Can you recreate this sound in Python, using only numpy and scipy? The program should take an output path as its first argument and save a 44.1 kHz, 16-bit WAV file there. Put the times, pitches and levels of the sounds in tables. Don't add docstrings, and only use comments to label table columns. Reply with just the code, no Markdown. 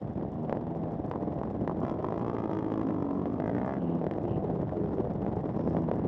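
import sys
import numpy as np
from scipy import signal
from scipy.fft import rfft, irfft, next_fast_len
from scipy.io import wavfile
from scipy.ndimage import uniform_filter1d

SR = 44100
rng = np.random.default_rng(int(sys.argv[2]) if len(sys.argv) > 2 else 0)


def wav_record(signal):
    frames = np.transpose(np.atleast_2d(signal))
    bounded = np.clip(frames, -1, 1)
    quanta = np.round(bounded * 32767).astype(np.int16)
    wavfile.write(sys.argv[1], SR, quanta)


N = 267687

# (frequency [Hz], level [dB])
RASP_COLOUR = [(600, -39), (1300, 10), (1700, 12.5), (2050, 8.5), (2400, -10.5), (4400, -34.5),
               (9000, -61.5)]
# (frequency [Hz], level [dB])
CRACK_COLOUR = [(400, -13), (1000, 4.5), (1800, 3.5), (3200, -4.5), (4400, -16), (5500, -16), (8000, -29.5),
                (11000, -46.5)]


def undb(db):
    return 10 ** (np.asarray(db) / 20)


def unit(x):
    return x / np.sqrt(np.mean(x ** 2) + 1e-18)


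def curves(table):
    s, *columns = np.transpose(table)
    return [np.interp(np.arange(N) / SR, s, c) for c in columns]


def bump(s, half_s):
    return np.exp(-((np.arange(N) / SR - s) / half_s) ** 4 / 2)


def clicks(times, sizes):
    at = np.clip(times * SR, 0, N - 2)
    i = at.astype(int)
    late = at - i
    return -np.bincount(i, sizes * (1 - late), N) - np.bincount(i + 1, sizes * late, N)


def firings(hz, jitter, scatter_db, running=True):
    cycles = np.cumsum(hz) / SR + running * rng.random()
    k = np.arange(1, int(cycles[-1]) + 1)
    chance = rng.standard_normal((1024, 2))[:len(k)]
    times = np.interp(k + jitter * chance[:, 0], cycles, np.arange(N) / SR)
    strength_db = scatter_db * np.clip(chance[:, 1], -2, 2)
    return clicks(times, undb(strength_db))


def gas(pulses, decay_s, swell_s=0.0004):
    keep = np.exp(-2 / (decay_s * SR))
    power = signal.lfilter([1 - keep], [1, -keep], pulses ** 2 + 1e-18)
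    swelling = uniform_filter1d(power, int(swell_s * SR) + 1)
    return np.sqrt(np.abs(swelling)) * rng.standard_normal(N)


def ring(x, points, rounding=0.58, size=4096):
    hz, db = np.transpose(points)
    f = np.maximum(np.fft.rfftfreq(size, 1 / SR), 1)
    above_last_db = 20 * np.log10(np.maximum(f / hz[-1], 1))
    shape_db = np.interp(np.log(f), np.log(hz), db) - above_last_db
    cepstrum = irfft(np.log(undb(shape_db)))
    cepstrum[1:size // 2] *= 2 - rounding
    cepstrum[size // 2 + 1:] *= rounding
    response = irfft(np.exp(rfft(cepstrum) + 1j * np.pi / 4))
    response = np.roll(response, size // 2)
    response = response / np.abs(response).max()
    return signal.fftconvolve(x, response)[size // 2:size // 2 + N]


def resonate(x, hz, q):
    turn = np.exp(2j * np.pi * np.cumsum(hz * np.ones(N)) / SR)
    keep = np.exp(-np.pi * np.mean(hz) / (q * SR))
    smooth = signal.lfilter([1], np.poly([keep, keep]), x / turn)
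    return unit(np.real(turn * smooth))


def scatter(x):
    size = next_fast_len(N + SR)
    delays_s = [.0013, .0029, .0047]
    z = np.exp(-2j * np.pi * np.fft.rfftfreq(size, 1 / SR)[:, None] * delays_s)
    allpass = np.prod((z - .5) / (1 - .5 * z), axis=1)
    return irfft(rfft(x, size) * allpass, size)[:N]


def glance(x, lag_s=0.002717, sway=.12):
    t = np.arange(N) / SR
    lag = lag_s * (1 + sway * np.sin(2 * np.pi * (t + rng.random())))
    return unit(x + .7 * np.interp(t - lag, t, x))


def row(throb_db=-1, sputter_db=-34, hiss_db=-29):
    # (time [s], thud level [dB], chug level [dB])
    row_levels = [(0, -36.5, -39.5), (.4, -39.5, -40.5), (1.2, -37, -37), (1.7, -35.5, -38),
                  (2.3, -42, -38), (3.2, -40, -39), (3.9, -40.5, -37.5), (4.3, -34, -37.5),
                  (5.1, -32.5, -36), (5.5, -33, -36.5), (6.07, -34.5, -35)]
    idle_hz = [13.3, 17.8, 21.5, 25.0, 39]
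    # (frequency [Hz], level [dB])
    thud_colour = [(20, -43.5), (40, -16.5), (75, -7.5), (125, 0.5), (190, -3), (300, -12), (700, -42),
                   (3000, -80)]
    # (frequency [Hz], level [dB])
    chug_colour = [(50, -24), (150, -0.5), (250, 6.5), (420, 3), (680, -4), (1000, -11.5), (1400, -25.5),
                   (2000, -37.5), (4500, -50), (10000, -67.5)]
    thud_db, chug_db = curves(row_levels)
    pulses = sum(firings(np.full(N, hz), jitter=.1, scatter_db=1.5) for hz in idle_hz)
    nearest = firings(np.full(N, 18.), jitter=.13, scatter_db=2)

    thud_drive = pulses + .5 * gas(pulses, decay_s=0.055)
    thud = unit(ring(thud_drive, thud_colour, rounding=0.59)) * undb(thud_db)
    chug_drive = pulses + .8 * gas(pulses, decay_s=.0035)
    chug = unit(ring(chug_drive, chug_colour, rounding=.66)) * undb(chug_db)
    throb_gas = gas(nearest, decay_s=0.0061, swell_s=.012)
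    throb = unit(ring(throb_gas, chug_colour)) * undb(chug_db + throb_db)
    sputter_gas = gas(nearest, decay_s=0.0016)
    sputter = unit(ring(sputter_gas, CRACK_COLOUR)) * undb(chug_db + sputter_db)
    hiss_gas = scatter(gas(pulses, decay_s=0.0056))
    hiss = unit(ring(hiss_gas, RASP_COLOUR)) * undb(chug_db + hiss_db)
    return scatter(thud) + chug + throb + sputter + hiss


def leaver():
    # (time [s], firing rate [Hz], level [dB])
    leaver_revs = [(0, 83.6, -50), (.25, 86, -47.5), (.42, 99.6, -45), (.58, 113.5, -50.5),
                   (.72, 112.6, -43.5), (1.02, 91.13, -44), (1.28, 101.8, -42.5), (1.6, 86.26, -47.5),
                   (2.2, 116.5, -46), (3.6, 79.9, -49), (4.2, 78.9, -45.5), (4.42, 83.87, -41),
                   (4.65, 72.23, -52), (5.13, 89.47, -45.5), (5.3, 103.9, -43.5), (5.43, 108, -44.5),
                   (5.6, 94.8, -63)]
    # (frequency [Hz], level [dB])
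    leaver_pipe = [(60, -29), (200, -13), (440, -1), (560, 2.5), (690, 7.5), (810, 2), (950, -12),
                   (1300, -26), (8000, -69.5)]
    hz, level_db = curves(leaver_revs)
    pulses = firings(hz, jitter=.003, scatter_db=1.2)
    return scatter(unit(ring(pulses, leaver_pipe)) * undb(level_db))


def blip_throttle():
    # (time the top is reached [s], hold [s], top firing rate [Hz], level [dB])
    blip_tops = [(.36, .11, 78.34, -34.5), (.64, 0.22, 82.37, -37), (1.26, 0.028, 77.1, -39),
                 (1.77, 0.045, 80.6, -36.5), (2.88, 0.079, 88.03, -38), (3.08, 0.15, 92.43, -38.5),
                 (3.54, 0.084, 95.04, -34.5), (3.83, 0.14, 84.1, -30.5), (4.34, 0.16, 82.68, -36),
                 (5.6, 0.25, 82.17, -33), (6.02, 0.062, 89.9, -32.5)]
    rest_hz, rest_db = 64.48, -44.0
    rise_hz_s, fall_hz_s, sag_db_per_hz = 90.48, 47.0, 2.0
    t = np.arange(N) / SR
    s, hold, top_hz, top_db = np.transpose(blip_tops)[:, :, None]
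    climb_hz = rise_hz_s * np.maximum(s - t, 0)
    run_down_hz = fall_hz_s * np.maximum(t - s - hold, 0)
    below_hz = climb_hz + run_down_hz
    hz = np.maximum((top_hz - below_hz).max(0), rest_hz)
    level_db = np.maximum((top_db - sag_db_per_hz * below_hz).max(0), rest_db)
    return hz, level_db


def blipper(hz, level_db):
    # (frequency [Hz], level [dB])
    blipper_pipe = [(40, -47), (85, -12.5), (165, 8), (260, 5), (335, 0.5), (450, -11.5), (700, -11),
                    (1100, -19.5), (1500, -47), (2300, -45.5), (2850, -44), (3800, -56.5), (8000, -76.5)]
    pulses = firings(hz, jitter=.006, scatter_db=1.3)
    return scatter(unit(ring(pulses, blipper_pipe)) * undb(level_db))


def whir(level_db=-75):
    # (frequency [Hz], level [dB])
    whir_colour = [(1000, 2), (2000, 2), (2700, 0.5), (3500, 3), (4400, -17.5), (5300, -4), (6200, -18.5),
                   (7000, -17), (10000, -33)]
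    return unit(ring(rng.standard_normal(N), whir_colour)) * undb(level_db)


def crackle():
    # (frequency [Hz], level [dB])
    crackle_colour = [(1000, -9.5), (3000, -7), (5500, 4.5), (8000, -4), (11000, -18)]
    rate_hz, spread_db, level_db = 9.5, 3, -56.5
    ticks = firings(np.full(N, rate_hz), jitter=0.45, scatter_db=spread_db)
    return ring(ticks, crackle_colour, rounding=0.64) * undb(level_db)


def bangs(rasp_db=-1):
    # (onset time [s], thump level [dB], bark level [dB], crack level [dB])
    bang_list = [(0.495, -18.5, -35.5, -39), (.526, -9, -21.5, -30), (0.55, -22, -40, -54),
                 (.57, -19.5, -43, -45), (1.113, -23.5, -25.5, -35.5), (1.137, -35, -28, -53),
                 (1.158, -24, -24, -65), (1.414, -18, -32, -64), (1.434, -29, -24, -48),
                 (1.474, -25, -35, -61), (1.676, -16.5, -23, -32.5), (1.696, -27, -20, -53),
                 (1.712, -36, -25, -60), (2.044, -31, -18.5, -51), (2.086, -23, -30, -46),
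                 (2.123, -19, -25, -44), (2.366, -33, -41, -43), (2.719, -24.5, -35, -39),
                 (2.814, -24, -33, -47), (2.887, -35, -45, -44), (3.256, -19, -43, -43),
                 (3.4, -16, -39.5, -36), (4.014, -19, -50, -50), (4.041, -19, -52, -48),
                 (4.066, -14, -45, -37), (4.111, -18.5, -46, -37), (4.136, -29, -51, -41.5),
                 (4.183, -19, -41, -49), (4.252, -23, -54, -46.5), (4.499, -19, -47, -67),
                 (4.63, -19, -41, -58), (4.693, -28, -39, -44.5), (4.859, -32, -37, -51),
                 (4.983, -22, -44, -47), (5.118, -23, -50, -58), (5.264, -20, -35, -43.5),
                 (5.37, -20.5, -51, -57), (5.491, -26, -48, -48.5), (5.545, -27.5, -41, -58),
                 (5.593, -23, -46, -47), (5.675, -13, -30, -50), (5.748, -18.5, -36, -62),
                 (5.767, -16.5, -32, -40), (5.786, -21, -42, -56), (5.887, -17, -31, -58),
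                 (5.914, -10, -24, -34), (5.937, -27, -41, -53)]
    # (frequency [Hz], level [dB])
    thump_colour = [(40, -32), (130, 2), (300, 5), (650, 4), (1000, -14), (1500, -29), (8000, -74)]
    # (frequency [Hz], level [dB])
    bang_bark_colour = [(250, -23), (550, -2), (1000, 7), (1400, -14.5), (2200, -35), (8000, -60.5)]
    pop_rate_hz, pop_spread_db = 8, 3.5
    pop_thump_db, pop_bark_db, pop_crack_db = -30.5, -46.5, -58.5
    s, thump_db, bark_db, crack_db = np.transpose(bang_list)
    peak_s = s + .001
    pops = firings(np.full(N, pop_rate_hz), jitter=.4, scatter_db=pop_spread_db)
    thump = clicks(peak_s, undb(thump_db)) + pops * undb(pop_thump_db)
    bark = clicks(peak_s, undb(bark_db)) + pops * undb(pop_bark_db)
    crack = clicks(peak_s, undb(crack_db)) + pops * undb(pop_crack_db)

    thump_sound = ring(thump + .5 * gas(thump, decay_s=.006), thump_colour, rounding=.6)
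    rasp_sound = ring(crack + .5 * gas(crack, decay_s=0.0054), RASP_COLOUR) * undb(rasp_db)
    bark_sound = ring(bark + .4 * gas(bark, decay_s=.007), bang_bark_colour, rounding=.8)
    crack_sound = ring(crack + gas(crack, decay_s=0.0023), CRACK_COLOUR, rounding=0.23)
    return thump_sound + rasp_sound + bark_sound + crack_sound


def swells():
    # (time [s], half length [s], firing rate [Hz], glide [Hz/s], resonance [Hz], level [dB])
    swell_list = [(1.634, 0.052, 94.2, -29.5, 284, -36.5), (2.883, .05, 92.1, 121.5, 270.7, -37.5),
                  (3.322, .04, 87, -130, 252.9, -36.5), (4.27, 0.036, 86.8, 18.5, 340, -34.5),
                  (4.562, .08, 78.84, -45, 397, -35.5), (4.743, 0.026, 88.9, -59, 599.4, -37),
                  (4.818, 0.06, 83.33, -29, 392, -33), (4.97, 0.04, 96.1, 0, 385, -35),
                  (5.038, .03, 99.7, -1, 500.6, -37)]
    out = 0
    for s, half_s, hz, glide, ring_hz, db in swell_list:
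        from_middle_s = np.clip(np.arange(N) / SR - s, -2 * half_s, 2 * half_s)
        pulses = firings(hz + glide * from_middle_s, jitter=.005, scatter_db=1.5)
        out = out + resonate(pulses, ring_hz, q=2.8) * undb(db) * bump(s, half_s)
    return out


def thumper_firings(scatter_db):
    # (time [s], firing rate [Hz])
    thumper_revs = [(1.8, 56.64), (1.917, 69.83), (2.036, 49.06), (2.2, 57.94), (2.32, 59.06),
                    (2.45, 53.51), (2.65, 53.01), (2.88, 54.29), (3.07, 46.41), (3.33, 47.96), (3.5, 55.42),
                    (3.72, 68.06), (3.8, 64.65)]
    hz, = curves(thumper_revs)
    t = np.arange(N) / SR
    throttle = (t > thumper_revs[0][0]) & (t < thumper_revs[-1][0])
    pulses = firings(hz * throttle, jitter=.0015, scatter_db=scatter_db, running=False)
    return pulses, throttle


def growl(pulses, q=3.1):
    # (time [s], centre [Hz], level [dB])
    growl_path = [(2.1, 346, -51), (2.35, 310, -50), (2.62, 320.6, -42.5), (3.1, 271, -38.5),
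                  (3.55, 276, -41), (3.72, 210, -47)]
    hz, level_db = curves(growl_path)
    return resonate(pulses, hz, q) * undb(level_db)


def thumper():
    # (time [s], body [dB], roar [dB], bark [dB], rasp [dB], clang [dB])
    thumper_levels = [(1.8, -46, -52, -48, -92, -88), (1.85, -44, -42, -50, -57.5, -67),
                      (1.91, -43, -46, -47, -72.5, -66), (1.972, -60, -56.5, -56.5, -89, -87),
                      (2.06, -43, -43, -52, -66, -70.5), (2.3, -39.5, -53, -47.5, -66.5, -71.5),
                      (2.612, -40.5, -50, -51, -61.5, -69.5), (3.12, -41.5, -68.5, -50, -73.5, -76.5),
                      (3.36, -43.5, -71, -53, -74, -77), (3.42, -39, -40.5, -52, -55.5, -73),
                      (3.55, -39, -48, -63, -57.5, -73.5), (3.68, -45, -40.5, -47, -55, -72.5),
                      (3.76, -39.5, -44, -55, -55, -71.5), (3.8, -52, -66, -67, -78, -90)]
    # (frequency [Hz], level [dB])
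    thumper_pipe = [(30, -27.5), (58, -10), (110, 5), (200, 3), (290, 0), (385, 4.5), (480, 1.5),
                    (700, -11.5), (1000, -25), (1500, -37), (8000, -92)]
    # (frequency [Hz], level [dB])
    roar_colour = [(250, -28.5), (480, -10), (620, 5), (760, -3.5), (900, -7), (1300, -37.5), (5000, -71)]
    # (frequency [Hz], level [dB])
    bark_colour = [(200, -36.5), (600, -8.5), (900, 20), (1260, 12), (1600, -10.5), (3000, -43),
                   (8000, -59)]
    # (frequency [Hz], level [dB])
    clang_colour = [(1200, -8), (2400, 7.5), (2950, 1), (3290, 7), (3520, -1.5), (4300, -8.5), (5300, -4),
                    (7500, -17.5), (11000, -63)]
    body_db, roar_db, bark_db, rasp_db, clang_db = curves(thumper_levels)
    pulses, _ = thumper_firings(scatter_db=1.8)
    steep = pulses * np.abs(np.convolve(pulses, np.ones(3), "same"))
    puffs = gas(steep, decay_s=.002)
    body = unit(ring(pulses, thumper_pipe, rounding=.5)) * undb(body_db)
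    roar = unit(ring(pulses, roar_colour)) * undb(roar_db)
    bark = glance(ring(pulses + .1 * puffs, bark_colour, rounding=.8)) * undb(bark_db)
    rasp = glance(ring(steep + .2 * puffs, RASP_COLOUR, rounding=1.0)) * undb(rasp_db)
    clang = glance(ring(steep + .5 * puffs, clang_colour, rounding=.6)) * undb(clang_db)
    return body + growl(pulses) + roar + bark + rasp + clang


def buzzes(blip_hz):
    # (time [s], half length [s], pitch [Hz], level [dB])
    buzz_list = [(3.889, 0.089, 2871, -68.5), (4.323, 0.05, 2807, -63.5), (5.672, 0.12, 5302, -74.5)]
    hard, throttle = thumper_firings(scatter_db=8.0)
    blipped = firings(blip_hz, jitter=0.021, scatter_db=1)
    pulses = np.where(throttle, unit(hard), unit(blipped))
    shake = pulses + .6 * gas(pulses, decay_s=.003)
    return sum(resonate(shake, hz, q=5) * undb(db) * bump(s, half_s) for s, half_s, hz, db in buzz_list)


def scene():
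    blip_hz, blip_db = blip_throttle()
    background = row() + leaver() + blipper(blip_hz, blip_db) + whir() + crackle()
    foreground = bangs() + swells() + thumper() + buzzes(blip_hz)
    return (background + foreground)[None]


def follow(x, release_s):
    sink = np.arange(N) / (SR * release_s)
    return np.exp(np.maximum.accumulate(np.log(np.abs(x) + 1e-9) + sink) - sink)


def record(dry, knee_db=-18, release_s=0.011, makeup_db=-1.0):
    top_hz = 11800
    over_knee = follow(dry[0], release_s) / undb(knee_db)
    gain = undb(makeup_db) / (1 + over_knee ** 10) ** .085
    limited = dry * uniform_filter1d(gain, size=64)
    low_pass = signal.ellip(8, .2, 70, top_hz, fs=SR, output="sos")
    return signal.sosfilt(low_pass, limited)


dry = scene()
out = record(dry)
wav_record(out)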